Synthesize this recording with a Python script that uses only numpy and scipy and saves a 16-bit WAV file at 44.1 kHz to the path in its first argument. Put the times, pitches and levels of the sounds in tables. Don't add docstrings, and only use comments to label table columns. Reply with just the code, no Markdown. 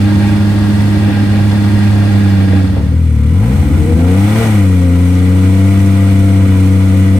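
import sys
import numpy as np
from scipy import signal
from scipy.fft import rfft, irfft, next_fast_len
from scipy.io import wavfile
from scipy.ndimage import uniform_filter1d, minimum_filter1d

SR = 44100
rng = np.random.default_rng(int(sys.argv[2]) if len(sys.argv) > 2 else 0)


def to_wav(sig):
    pcm = np.clip(np.atleast_2d(sig), -1, 1) * 32767
    pcm = np.round(pcm).astype(np.int16)
    wavfile.write(sys.argv[1], SR, pcm.T)


N = 317079
TIME = np.arange(N) / SR
FFT_SIZE = next_fast_len(N, True)
BIN_HZ = np.maximum(np.arange(FFT_SIZE // 2 + 1) * SR / FFT_SIZE, 1)

# (time [s], firing rate [Hz], change to the lowest tone [dB])
CRUISE_RUN = [(0, 100.8, -3), (0.3, 102.4, -3), (1.4, 102, -3.5), (1.75, 102.2, -2.5), (2.1, 101.8, -0.8),
              (2.56, 95, -3), (2.72, 95.1, -4.5), (2.9, 93.4, -9)]
# (time [s], firing rate [Hz])
PULL_RUN = [(2.8, 36.64), (3.01, 41.36), (3.2, 35.96), (3.28, 39), (3.37, 46), (3.5, 63.55), (3.54, 69.4),
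            (3.69, 71.05), (3.95, 80.66), (4.25, 101.6), (4.41, 114.2), (4.65, 94.7), (4.88, 87.15),
            (5.33, 92.8), (5.7, 97.27), (6.35, 96.73), (6.55, 94.54), (7.19, 95.95)]
# (time [s], throttle [0-1])
THUMB = [(0, 0.48), (2.1, 0.42), (2.55, 0.31), (2.9, 0.02), (3.25, 0.42), (3.52, 0.55), (3.72, 0.38),
         (4.1, 0.55), (4.26, 0.7), (4.42, 1), (4.68, 0.41), (5.7, 0.51), (7.19, 0.45)]
# (level with throttle shut [dB], added by full throttle [dB])
BOOM_ORDERS = [(1, -3.5), (-1.5, 5.5), (-6.5, 11)]
# (frequency [Hz], gain [dB])
TAILPIPE_GAIN = [(36, -38), (50, -17), (62, -14.5), (74, -9), (98, -7.5), (115, -11), (150, -19.5),
                 (200, -14.5), (232, -21), (262, -13.5), (285, -16.5), (305, -21), (345, -35)]
# (order [x firing rate], level [dB])
HIGH_ORDERS = [(4, 2), (5, -4), (6, 0.5), (7, 1), (10, 2.5), (15, 8)]
# (multiple [x a third of the firing rate], level [dB])
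UNEVEN_TONES = [(2, -16), (4, -11), (5, -13), (7, -39), (8, -7), (10, -12), (11, -6.5), (16, -5)]
# (frequency [Hz], gain [dB])
MUFFLER_GAIN = [(30, -15), (70, 5.5), (150, 12), (230, 12), (290, 2.5), (350, -7), (420, -15), (460, 8),
                (490, 1), (530, -2), (590, -36), (675, -2), (780, -17), (980, -12.5), (1150, -45),
                (2000, -29)]
# (frequency [Hz], width [Hz])
PIPE_RINGS = [(100, 148), (245, 42), (280, 65)]
# (frequency [Hz], left minus right [dB])
CRUISE_SIDES = [(100, -2.5), (200, -0.5), (380, -3), (700, 9)]
PULL_SIDES = [(60, 3.4), (110, 2.5), (200, 0.46), (380, 3.8), (700, 2.4)]
# (frequency [Hz], level [dB])
CRUISE_CLATTER = [(250, 1.5), (400, 3.5), (560, 4), (800, -2), (1150, -4), (1700, -2.5), (2300, -11),
                  (3500, -12.5), (5000, -14.5), (7000, -34)]
PULL_CLATTER = [(250, 3.5), (400, 5.5), (520, 2), (620, 2.5), (900, -0.5), (1300, -2), (1680, -8.5),
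                (2050, 0), (2700, -8), (3700, -10.5), (5000, -17), (7000, -23.5)]
# (frequency [Hz], half-width [Hz], level [dB])
CRUISE_PANELS = [(810, 26, -14), (924, 1.9, -15.5), (1600, 90, -16.5), (2040, 95, -13.5),
                 (2230, 380, -13.5), (3230, 86, -26), (3720, 470, -27.5)]
PULL_PANELS = [(527, 7.7, -7.5), (1007, 5.2, -13.5), (1225, 37, -14), (1390, 130, -10.5),
               (1977, 104, -10.5), (2240, 160, -15), (2950, 110, -18.5), (3500, 60, -23), (4000, 330, -34)]
# (frequency [Hz], level [dB])
SNOW_TONE = [(2500, 2.5), (4500, -1.5), (6000, 7), (7800, 7), (9300, 8), (10500, 4.5), (12500, -14),
             (14000, 6.5), (16000, -59)]
# (frequency [Hz], level [dB])
WIND_TONE = [(15, 0), (35, -7), (65, 9.5), (95, 13), (140, 4.5), (200, 8), (240, 5), (300, 9), (370, -4),
             (600, -49)]
# (time [s], rise [s], decay [s], level [dB])
RUT_HITS = [(2.533, .0005, 0.0064, -16), (2.762, 0.012, 0.022, -12)]
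# (frequency [Hz], level [dB])
KNOCK_TONE = [(200, -2), (400, 18), (620, 15), (1300, -8), (2500, -28), (6000, -38)]
# (frequency [Hz], level [dB])
INTAKE_TONE = [(300, -15), (550, -4), (800, 8), (1080, -10), (1450, -3.5), (2200, -13), (2900, -19),
               (4000, -23), (8000, -27)]
# (time [s], half-length [s], level [dB])
BELT_GRABS = [(3.599, 0.044, -3.5), (3.778, 0.046, -4), (3.882, 0.024, -4.5), (3.949, 0.013, -1)]
# (frequency [Hz], correlation [0-1])
STEREO_LIKENESS = [(60, 0.84), (300, 0.85), (550, 0.55), (1100, 0.74), (1800, 0.22), (8000, 0.17),
                   (11000, 0.98)]

# (level at 100 firings a second [dB], per doubling of speed [dB], full throttle adds [dB])
CRUISE_CLATTER_RULE, PULL_CLATTER_RULE = (-28.5, 1, 9.56), (-32, 4, 11.5)
HISS_RULE, WIND_RULE, HIGH_ORDER_RULE = (-44.5, 3.9, 11), (-22, 6.9, 1), (-35.5, 0.32, 10)


def undb(db):
    return 10 ** (np.asarray(db) / 20)


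def unit(x):
    return x / np.sqrt(np.mean(x ** 2))


def curves(table):
    times, *columns = np.transpose(table)
    return [np.interp(TIME, times, column) for column in columns]


def lookup(table, hz):
    row_hz, values = np.transpose(table)
    return np.interp(np.log(hz), np.log(row_hz), values)


def wander(rate_hz):
    points = rng.standard_normal(4096)
    path = np.interp(TIME * rate_hz, np.arange(len(points)), points)
    return 1.01 * uniform_filter1d(path, max(int(SR / rate_hz / 2), 1))


def during(start_s, end_s, ramp_s):
    return np.clip(.5 + np.minimum(TIME - start_s, end_s - TIME) / ramp_s, 0, 1)


def pan(db):
    return undb(np.array([[1], [-1]]) * db / 2)


def noise(shape):
    alike = lookup(STEREO_LIKENESS, BIN_HZ)
    white = rfft(rng.standard_normal((2, FFT_SIZE)))
    mid, side = white * shape * np.sqrt([1 + alike, 1 - alike])
    return unit(irfft(np.array([mid + side, mid - side]), FFT_SIZE)[:, :N])


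def effort_db(rule, hz, throttle):
    base_db, octave_db, throttle_db = rule
    return base_db + octave_db * np.log2(hz / 100) + throttle_db * throttle


def tailpipe_db(hz, throttle):
    return [lookup(TAILPIPE_GAIN, k * hz) + shut_db + open_db * throttle
            for k, (shut_db, open_db) in enumerate(BOOM_ORDERS, 1)]


def exhaust(hz, low_db, high_db, uneven_db, jitter_rad, flutter_db, burn_db):
    step = 8
    phase = 2 * np.pi * np.cumsum(hz) / SR + jitter_rad * wander(45)

    def order(k):
        tone_hz = k * hz[::step]
        lag = sum(np.arctan2(tone_hz * width, centre ** 2 - tone_hz ** 2) for centre, width in PIPE_RINGS)
        return np.cos(k * phase[::step] - lag)

    def muffled(k):
        return undb(lookup(MUFFLER_GAIN, k * hz[::step])) * order(k) / np.sqrt(1 + (k / 7) ** 6)

    boom = sum(undb(db + flutter_db * wander(30))[::step] * order(k) for k, db in enumerate(low_db, 1))
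    high = sum(undb(lookup(HIGH_ORDERS, k)) * muffled(k) for k in range(4, 16))
    uneven = sum(undb(db + uneven_db) * muffled(k / 3) for k, db in UNEVEN_TONES)
    burn = undb(high_db + burn_db * wander(40))[::step]
    tones = boom + burn * (high + uneven)
    return np.sqrt(2) * signal.resample_poly(tones, step, 1, window=("kaiser", 10))[:N], phase


def around_rider(boom, sides, lead_s):
    time_shift = np.exp(1j * np.pi * np.array([[1], [-1]]) * BIN_HZ * lead_s)
    return irfft(rfft(boom, FFT_SIZE) * pan(lookup(sides, BIN_HZ)) * time_shift, FFT_SIZE)[:, :N]


def clatter(tone, panels, phase, throb, rattle_db, waver_db):
    rattle = noise(undb(lookup(tone, BIN_HZ))) * undb(rattle_db * wander(130))
    for group in (panels[::2], panels[1::2]):
        rings = sum(undb(db) / np.sqrt(width) / (1 + ((BIN_HZ - hz) / width) ** 2)
                    for hz, width, db in group)
        strength = np.sqrt(sum(undb(db) ** 2 for _, _, db in group))
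        rattle = rattle + noise(rings) * strength * undb(waver_db * wander(17))
    beat = 1 + throb * (np.cos(phase) + np.cos(phase / 3))
    return hood_echoes(rattle, echo_db=-1) * beat


def hood_echoes(stereo, echo_db, count=10):
    echoes = np.zeros((2, FFT_SIZE))
    for side in echoes:
        delays_s = rng.uniform(.0003, .005, count)
        side[(delays_s * SR).astype(int)] = rng.choice([-1, 1], count) * undb(echo_db) / np.sqrt(count)
    reflected = BIN_HZ ** 2 / (BIN_HZ ** 2 + 950 ** 2)
    return unit(irfft(rfft(stereo, FFT_SIZE) * (1 + reflected * rfft(echoes)), FFT_SIZE)[:, :N])


def cruise(hz, throttle, lowest_change_db):
    lowest_db, *overtones_db = tailpipe_db(hz, throttle)
    boom, phase = exhaust(hz, [lowest_db + lowest_change_db, *overtones_db], high_db=-38, uneven_db=2,
                          jitter_rad=0.12, flutter_db=1.14, burn_db=6)
    drive = clatter(CRUISE_CLATTER, CRUISE_PANELS, phase, throb=0.023, rattle_db=1, waver_db=4)
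    drive *= undb(effort_db(CRUISE_CLATTER_RULE, hz, throttle))
    return around_rider(boom, CRUISE_SIDES, lead_s=0.00039) + drive * pan(0.69)


def snow(hiss_db, sizzle_pan_db, sizzle_hz=8400, half_width_hz=420):
    hiss = hood_echoes(noise(undb(lookup(SNOW_TONE, BIN_HZ))), echo_db=0)
    hiss *= undb(0.76 * wander(260) + 0.67 * wander(16))
    sizzle_band = 1 / (1 + ((BIN_HZ - sizzle_hz) / half_width_hz) ** 4)
    sizzle = noise(sizzle_band) * undb(-14 + 1.3 * wander(38))
    return (hiss + sizzle * pan(sizzle_pan_db)) * undb(hiss_db)


def wind(rumble_db):
    return noise(undb(lookup(WIND_TONE, BIN_HZ))) * undb(rumble_db + 1.6 * wander(12))


def ski_knocks():
    blows = 0
    for start_s, rise_s, decay_s, db in RUT_HITS:
        age = np.maximum(TIME - start_s, 0)
        blows = blows + undb(db) * (1 - np.exp(-age / rise_s)) * np.exp(-age / decay_s)
    return blows * noise(undb(lookup(KNOCK_TONE, BIN_HZ)))


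def pull(hz, throttle, slip, jolts):
    dip_db = -1.5 * jolts / jolts.max()
    lowest_db, *overtones_db = tailpipe_db(hz, throttle) + dip_db
    growl_db = 6.5 * during(3.87, 4.17, ramp_s=.06)
    high_db = effort_db(HIGH_ORDER_RULE, hz, throttle) + growl_db + dip_db
    sag_db, sputter_db = -4.5 * slip, 2.5 * slip
    boom, phase = exhaust(hz, [lowest_db + sag_db, *overtones_db], high_db, uneven_db=-1.5,
                          jitter_rad=.02 + .08 * slip, flutter_db=.2 + sputter_db, burn_db=1.3 + sputter_db)
    drive = clatter(PULL_CLATTER, PULL_PANELS, phase, throb=0.035, rattle_db=0.9, waver_db=1.5)
    drive *= undb(effort_db(PULL_CLATTER_RULE, hz, throttle))
    return around_rider(boom, PULL_SIDES, lead_s=.0001) + (drive + intake(phase, throttle)) * pan(0.87)


def intake(phase, throttle, rasp_db=3):
    gulps = (1 + 0.26 * np.cos(phase)) * undb(rasp_db * throttle * wander(300))
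    roar = during(3.34, 4.6, ramp_s=0.17) * undb(-42 + 14.5 * throttle)
    return noise(undb(lookup(INTAKE_TONE, BIN_HZ))) * gulps * roar


def shudder(jolts, frame_hz=86):
    return jolts * np.cos(2 * np.pi * frame_hz * TIME + wander(8.3)) * pan(2.44)


def scene():
    cruise_hz, lowest_change_db = curves(CRUISE_RUN)
    pull_hz, = curves(PULL_RUN)
    throttle, = curves(THUMB)
    slip = during(3.56, 4.02, ramp_s=0.093)
    jolts = sum(undb(db) * np.exp(-((TIME - at_s) / half_s) ** 2) for at_s, half_s, db in BELT_GRABS)
    pulling = np.interp(TIME, [2.57, 2.99], [0, 1])
    cruising = 1 - pulling
    engine = np.sqrt(cruising) * cruise(cruise_hz, throttle, lowest_change_db)
    engine += pulling * pull(pull_hz, throttle, slip, jolts)
    hz = cruising * cruise_hz + pulling * pull_hz
    hiss_db = effort_db(HISS_RULE, hz, throttle) - 0.5 * cruising
    rumble_db = effort_db(WIND_RULE, hz, throttle) + 2.5 * cruising
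    rumble_db += 8.5 * slip
    hiss = snow(hiss_db, sizzle_pan_db=-2 + 26.7 * pulling)
    return engine + hiss + ski_knocks() + wind(rumble_db) + shudder(jolts)


def record(dry):
    ceiling, hold_samples, top_hz = .95, 300, 15600
    safe_gain = np.minimum(1, ceiling / (np.abs(dry).max(axis=0) + 1e-9))
    gain = uniform_filter1d(minimum_filter1d(safe_gain, size=hold_samples), size=hold_samples)
    end_fades = np.clip(np.minimum(TIME, TIME[-1] - TIME) / .004, 0, 1)
    treble_cut = signal.ellip(14, .1, 90, top_hz, fs=SR, output="sos")
    return signal.sosfilt(treble_cut, dry * gain * end_fades)


dry = scene()
out = record(dry)
to_wav(out)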